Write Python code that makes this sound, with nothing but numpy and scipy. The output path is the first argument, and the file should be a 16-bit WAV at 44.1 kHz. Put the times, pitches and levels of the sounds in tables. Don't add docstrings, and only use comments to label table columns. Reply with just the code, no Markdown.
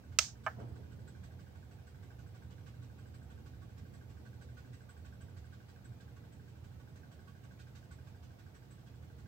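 import sys
import numpy as np
from scipy import signal
from scipy.io import wavfile
from scipy.ndimage import uniform_filter1d

SR = 44100
rng = np.random.default_rng(int(sys.argv[2]) if len(sys.argv) > 2 else 0)


def wav_out(sig):
    wavfile.write(sys.argv[1], SR, np.round(np.clip(np.atleast_2d(sig).T, -1, 1) * 32767).astype(np.int16))


def magnitude_from_level(level_db):
    exponent = np.asarray(level_db, float) / 20
    return 10 ** exponent


N = 408807

# start [s], level [dB]
PRESS_SNAPS = [
    (.1875, -15),
    (.1883, -13.5),
    (.1891, -22.5),
    (.1899, -23),
    (.1905, -25.5),
    (.1921, -22),
    (.1927, -22.5),
    (.1942, -31),
    (.1957, -29.5),
    (.1975, -34),
]
# start [s], level [dB]
RELEASE_SNAPS = [(.4643, -26.5), (.4657, -32), (.4669, -30.5), (.4692, -28.5), (.4702, -29.5), (.4716, -35),
                 (.4733, -30), (.4758, -32.5), (.4772, -36.5), (.4795, -35), (.4808, -39), (.4865, -41.5)]
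# pitch [Hz], likeness [-1 to 1]
PORT_LIKENESS = [(60, 0.94), (130, 0.94), (290, 0.41), (640, 0.2), (1410, 0.0), (3100, -0.23),
                 (6820, -0.07), (15000, 0.51)]
# pitch [Hz], left minus right [dB]
PORT_BALANCE = [(60, 0), (110, -8), (200, -3), (380, -2.5), (700, -3.0), (1290, -3), (2380, -2),
                (4400, -4.5), (8120, -1), (15000, -1.5)]


def evened(x):
    return x / np.sqrt(np.mean(x ** 2) + 1e-30)


def read(points, hz):
    f, value = np.transpose(points)
    return np.interp(np.log(hz + 1), np.log(f + 1), value)


def curve(rows, column=1):
    rows = np.array(rows)
    return np.interp(np.arange(N) / SR, rows[:, 0], rows[:, column])


def sides(lean_db):
    return magnitude_from_level(np.array([lean_db / 2, -lean_db / 2]))


def train(s, db):
    x = np.zeros(N + SR)
    np.add.at(x, np.round(np.asarray(s) * SR).astype(int), magnitude_from_level(np.asarray(db)))
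    return x[:N]


def spread(x, shape):
    return signal.oaconvolve(np.atleast_2d(x), np.atleast_2d(shape), axes=1)[:, :N]


def noise(colour, lean, same, patchy_db=0., low_db=-200.):
    hz = np.fft.rfftfreq(2048, 1 / SR)
    a, b, c, d, patches = rng.standard_normal((N // 512 + 6, 1025, 5)).T
    patches = evened(uniform_filter1d(uniform_filter1d(patches, 6, 0), 8, 1))
    like = np.clip(read(same, hz), -1, 1)
    left, right = sides(read(lean, hz))
    first = a + 1j * b
    second = like[:, None] * first + np.sqrt(1 - like[:, None] ** 2) * (c + 1j * d)
    z = np.array([first, second])
    mix_size = np.sqrt(left ** 2 + right ** 2 + 2 * like * left * right)
    z *= (np.array([left, right]) / mix_size)[:, :, None]
    inside = (hz >= colour[0][0]) & (hz <= colour[-1][0] * 1.03)
    z *= magnitude_from_level(np.where(inside, read(colour, hz), low_db)[:, None] + patchy_db * patches)
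    x = signal.istft(z, nperseg=2048, noverlap=1536)[1][:, :N]
    return x / np.sqrt(np.mean(x.mean(0) ** 2))


def ring(modes, rise_s, scatter, lag_s, damping=1):
    t, out = np.arange(6000) / SR, 0
    for k, (hz, db, t60, *lean) in enumerate(modes):
        start_phase = np.pi * k + scatter * (2 * rng.random() - 1)
        phase = start_phase - 2 * np.pi * hz * np.array([[lag_s], [0]])
        fading = magnitude_from_level(db - 60 * damping * t / t60)
        out = out + sides(sum(lean))[:, None] * fading * np.sin(2 * np.pi * hz * t + phase)
    return out * (1 - np.exp(-t / rise_s))


def burst(rise_s, hold_s, fall_s):
    t = np.arange(6000) / SR
    return np.clip(t / rise_s, 0, 1) * np.exp(-np.maximum(t - rise_s - hold_s, 0) / fall_s)


def button():
    # pitch_hz [Hz], level_db [dB], time to fall by 60 dB [s], left minus right [dB]
    press_modes = [(650, -14, 0.028, -5), (800, -16, 0.012, -5.5), (1300, -17.5, 0.023, -6),
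                   (1600, -15, .01, -4.5), (1950, -11, .006, -6.5), (2250, -9, .008, -6),
                   (2610, -6.5, 0.0087, -6), (2850, -4.5, 0.0076, -6.5), (3303, -6, .007, -6),
                   (3800, -9.5, .005, -8.5), (4236, -10.5, 0.0093, -9), (4650, -9, .006, -10.5),
                   (5380, -4, .008, -16), (5780, -3, .009, -16), (6100, -3.5, .008, -13.5),
                   (6310, -7.5, 0.011, -13), (7150, -5, .007, -8), (7734, -7, .007, -3),
                   (8463, -7.5, .007, 1.5), (12500, -21, .005, -9), (13500, -19.5, .005, -9),
                   (14800, -17.5, .006, -11)]
    release_modes = [(630, -14, 0.074, -4), (782, -10.5, 0.048, -6), (1060, 0, 0.011, -5),
                     (1300, 4, 0.014, -4), (1370, -11, 0.069, -10), (1590, -7.5, 0.023, -13),
                     (1757, -15, 0.053, -9), (2230, -4.5, 0.0068, -6), (2970, -22, 0.0075, -20)]
    tick_modes = [(3300, 3, .006, -1), (4200, -9, 0.0061, -9), (5400, 0.5, 0.0073, -10),
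                  (6600, -2, .005, -13), (7900, 2, .008, -3)]
    tick_db = -47.5
    left_lag_s = .000034
    tick = ring(tick_modes, .0002, scatter=1.2, lag_s=left_lag_s)
    out = spread(train(*np.transpose(RELEASE_SNAPS[:1])), tick)
    out = magnitude_from_level(tick_db - RELEASE_SNAPS[0][1]) * out
    for snaps, modes, rise_s in ((PRESS_SNAPS, press_modes, .00015), (RELEASE_SNAPS, release_modes, .0005)):
        for s, db in snaps:
            rings = magnitude_from_level(db) * ring(modes, rise_s, scatter=1.2, lag_s=left_lag_s)
            out[:, round(s * SR):][:, :rings.shape[1]] += rings
    return out


def room(s, colour, build_s):
    # pitch_hz [Hz], time to fall by 60 dB [s]
    room_decay = [(400, 0.1), (1200, .2), (2000, 0.22), (6000, .42), (9000, .35), (15000, 0.24)]
    # pitch_hz [Hz], left minus right [dB]
    echo_balance = [(500, -3), (2000, -1.5), (4000, -4.5), (6000, -7), (8500, 1), (13000, -5.5)]
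    end_s = .15
    taps = rng.choice([-1., 1.], (2, SR // 2)) * (rng.random((2, SR // 2)) < .25)
    hz, t, z = signal.stft(taps, SR, nperseg=256)
    z = z * magnitude_from_level(-60 * t / read(room_decay, hz)[:, None] - 12 * (t / end_s) ** 4)
    band_size = np.sqrt((abs(z) ** 2).sum(2).mean(0))
    gains = magnitude_from_level(read(colour, hz)) * sides(read(echo_balance, hz))
    z = z / band_size[:, None] * gains[:, :, None]
    tail = signal.istft(z / np.sqrt(128 * 1.5), SR, nperseg=256)[1]
    build_up = np.clip(np.arange(tail.shape[1]) / SR / build_s, 0, 1) ** 2
    return spread(train([s], [0]), tail * build_up)


def walls():
    # pitch_hz [Hz], level_db [dB]
    press_colour = [(400, -50.5), (700, -27.5), (1300, -26.5), (2000, -28), (3000, -24.5), (4300, -22.5),
                    (5500, -19.5), (6300, -17), (7500, -23), (8700, -28.5), (9600, -59), (11000, -57.5),
                    (12500, -41), (15000, -41.5)]
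    release_colour = [(400, -39), (750, -12), (1050, -30), (1450, -15), (1750, -22), (2300, -36.5),
                      (3500, -46), (5500, -45), (8000, -52), (10000, -61), (15000, -48)]
    press = magnitude_from_level(2.5) * room(PRESS_SNAPS[0][0], press_colour, build_s=0.0087)
    release = magnitude_from_level(-2.5) * room(RELEASE_SNAPS[0][0], release_colour, build_s=0.0051)
    return press + release


def thumb():
    # time_s [s], level_db [dB]
    slide = [
        (.5, -73.5),
        (.56, -64.5),
        (.6, -50),
        (.63, -52),
        (.67, -59),
        (.72, -60.5),
        (.8, -63),
        (.92, -68.5),
        (1.05, -74),
    ]
    # pitch_hz [Hz], level_db [dB per Hz]
    slide_colour = [(60, -13), (130, -2), (300, -0.5), (700, -8.5), (1200, -20), (2500, -36), (6000, -44.5)]
    return magnitude_from_level(curve(slide)) * noise(slide_colour, PORT_BALANCE, PORT_LIKENESS, patchy_db=2.5)


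def extra(rows, count, first_turn_s, turn_s):
    out = np.zeros(count)
    for s, db in rows:
        out[round((s - first_turn_s) / turn_s)] += db
    return out


def turns_of_motor():
    # time_s [s], extra_db [dB]
    load = [(0, -0.5), (1.5, 0.2), (4, 0), (5, 2.5), (6.5, -2), (7.6, 3.2), (8.3, -2), (9.27, -1.2)]
    # start_s [s], extra_db [dB]
    bind_turns = [(.354, 10), (.99, 10), (1.149, 7), (1.785, 4.5), (3.057, 7), (3.216, 3.5), (3.852, 8.5),
                  (4.329, 6.5), (4.647, 8.5), (4.806, 11), (5.124, 8), (5.76, 9.5), (6.237, 5.5),
                  (7.827, 11), (8.463, 7), (8.622, 11)]
    # start_s [s], extra_db [dB]
    catch_turns = [(.99, 2.5), (1.785, 2), (2.58, 5), (3.216, 3), (4.17, 4.5), (4.488, 5), (4.806, 1.5),
                   (8.463, 5)]
    first_turn_s, turn_s = .036, .159
    scrape_per_bind = 0.12
    s = np.arange(first_turn_s, N / SR, turn_s)
    usual_db = np.array([-70, -84.5, -71.5, -75.5, -80])
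    stray_db = np.array([1.44, 2.5, 1.1, 1.8, 1.5])
    db = usual_db + stray_db * rng.standard_normal((len(s), 5))
    db = db + np.interp(s, *np.transpose(load))[:, None]
    binds = extra(bind_turns, len(s), first_turn_s, turn_s)
    db[:, 4] = np.where(binds > 0, usual_db[4] + binds, db[:, 4])
    db[:, 3] += scrape_per_bind * binds
    db[:, 2] += extra(catch_turns, len(s), first_turn_s, turn_s)
    return (s, *db.T)


def back_knock(s, db):
    # delay_s [s], level_db [dB]
    knock_paths = [
        [(.001, -7), (.010, -1), (.031, -13), (.042, -13)],
        [(0, 0), (.011, -7), (.027, -7), (.04, -16)],
    ]
    # pitch_hz [Hz], level_db [dB], time to fall by 60 dB [s]
    back_modes = [(1480, -3, .045), (1600, 0, .045), (1115, -16, .08), (5200, -15, .03), (2400, -15, .03)]
    paths = np.array([train(*np.transpose(port))[:3000] for port in knock_paths])
    knock = spread(spread(train(s, db), paths), ring(back_modes, rise_s=0.00067, scatter=0, lag_s=.0001))
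    return magnitude_from_level(12.5) * sides(-1.0)[:, None] * knock


def forward_knock(s, db):
    # pitch_hz [Hz], level_db [dB], time to fall by 60 dB [s]
    forward_modes = [(1129, -1.5, .1), (1466, 0, .1), (1593.7, 2, 0.066), (1868, -10.5, .05),
                     (2543, -5, 0.017)]
    hits = .06 + rng.choice([-1., 1.], (2, N))
    chatter = spread(train(s, db), burst(.003, 0.0098, .012)) * hits
    rings = ring(forward_modes, rise_s=.001, scatter=0, lag_s=0)
    return magnitude_from_level(-20.5) * sides(-5.0)[:, None] * spread(chatter, rings)


def scraping(back_s, forward_s, db):
    # pitch_hz [Hz], level_db [dB]
    scrape_colour = [(900, -24), (1300, -1.5), (2000, 3.5), (3100, 2), (4300, 0), (5300, -2), (6500, -2.5),
                     (7300, -5), (9000, -19.5), (15000, -15)]
    # pitch_hz [Hz], left minus right [dB]
    scrape_balance = [(1000, 3.5), (3000, -5.5), (6000, -11), (9000, -2)]
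    strokes = spread(train(forward_s, db), burst(0.011, 0.015, 0.028))
    strokes += magnitude_from_level(-11.5) * spread(train(back_s, db), burst(0.0097, .022, 0.016))
    unlike = [(1000, 0), (9000, 0)]
    return magnitude_from_level(2.5) * strokes * noise(scrape_colour, scrape_balance, unlike, patchy_db=3)


def whining(back_s, back_db, forward_s, forward_db):
    # pitch_hz [Hz], width_hz [Hz], level_db [dB]
    whine_bands = [(7700, 150, -2.5), (8000, 250, -1)]
    strokes = spread(train(forward_s + .006, forward_db), burst(0.0051, 0.007, 0.024))
    strokes += spread(train(back_s + .008, back_db), burst(.005, 0.0063, .018))
    drive = rng.standard_normal((2, N))
    narrow = 0
    for hz, width, db in whine_bands:
        band = signal.butter(2, [hz - width / 2, hz + width / 2], "band", fs=SR, output="sos")
        narrow = narrow + magnitude_from_level(db) * signal.sosfilt(band, drive)
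    return magnitude_from_level(1.5) * strokes * evened(narrow) * sides(1.0)[:, None]


def motor():
    back_s, back_db, back_whine_db, forward_db, scrape_db, whine_db = turns_of_motor()
    forward_s = back_s + .078
    out = back_knock(back_s, back_db) + forward_knock(forward_s, forward_db)
    out += scraping(back_s, forward_s, scrape_db)
    return out + whining(back_s, back_whine_db, forward_s, whine_db)


def mains_hum():
    # time_s [s], extra_db [dB], width_s [s]
    surges = [(.66, 11, 0.13), (1.55, -12, 0.093), (1.94, -6, .1), (2.17, 5.5, 0.058), (2.81, 9, 0.064),
              (4.3, 7, 0.031), (4.51, 10, 0.03), (4.72, 8.5, 0.042), (4.95, -16, 0.071),
              (5.91, 11.5, 0.029), (5.99, -14, 0.034), (7.25, -10, 0.13), (7.45, 5, 0.053),
              (8.5, -11.5, 0.14)]
    hum_hz, hum_db, wander_hz = 119.7, -59, 0.89
    fourth_hz, fourth_db = 479.5, -79.5
    t = np.arange(N) / SR
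    slow_waves = [np.sin(2 * np.pi * (f * t + rng.random())) for f in np.geomspace(.3, 5, 8)]
    wander = evened(sum(slow_waves))
    phase = 2 * np.pi * np.cumsum(hum_hz + wander_hz * wander) / SR
    surge_db = sum(db * np.exp(-((t - s) / width) ** 2) for s, db, width in surges)
    hum = np.sqrt(2) * magnitude_from_level(hum_db + surge_db) * np.sin(phase)
    fourth = np.sqrt(2) * magnitude_from_level(fourth_db) * np.sin(2 * np.pi * fourth_hz * t)
    return (hum + fourth) * sides(-3.0)[:, None]


def air():
    # pitch_hz [Hz], level_db [dB per Hz]
    rumble_colour = [(20, -37.5), (31, -32.5), (39, -22.5), (50, -19), (62, -10), (79, 3), (90, 6),
                     (105, -12), (125, -2), (160, -8), (250, -14), (310, -19.5), (480, -23), (700, -38)]
    hiss_colour = [(200, 0.5), (500, -3), (700, 0.5), (900, -1.5), (980, -7), (1300, -7), (2500, -13),
                   (5000, -17), (8000, -21.5), (10500, -27), (13000, -22), (15600, -19.5)]
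    # time_s [s], level_db [dB]
    swell = [(0, -56), (.45, -55.5), (.72, -50.5), (1.0, -52), (1.6, -56.5), (2.2, -55.5), (3.4, -53.5),
             (4.75, -54.5), (4.92, -59.5), (5.06, -54), (5.6, -58), (6.2, -54.5), (6.5, -56.5), (8.8, -57),
             (9.27, -54)]
    left_lag = 6
    rumble = noise(rumble_colour, PORT_BALANCE, PORT_LIKENESS, patchy_db=1.0)
    low = magnitude_from_level(curve(swell) + 2.0) * rumble + mains_hum()
    low = np.array([np.roll(low[0], left_lag), low[1]])
    return low + magnitude_from_level(-70) * noise(hiss_colour, PORT_BALANCE, PORT_LIKENESS, patchy_db=1.7)


def scene():
    notch = signal.butter(1, [9500, 11300], "bandstop", fs=SR, output="sos")
    clicks = signal.sosfilt(notch, button() + walls())
    return clicks + thumb() + motor() + air()


def band_limit(x):
    return signal.sosfilt(signal.butter(12, 16810, fs=SR, output="sos"), x)


def record(dry):
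    bass_cut = signal.butter(3, 48, "high", fs=SR, output="sos")
    dry = signal.sosfilt(bass_cut, dry)
    edge = signal.firwin(401, 15900, window=("kaiser", 7), fs=SR)
    mix = signal.oaconvolve(dry, edge[None], "same", axes=1)
    return band_limit(mix)


dry = scene()
out = record(dry)
wav_out(out)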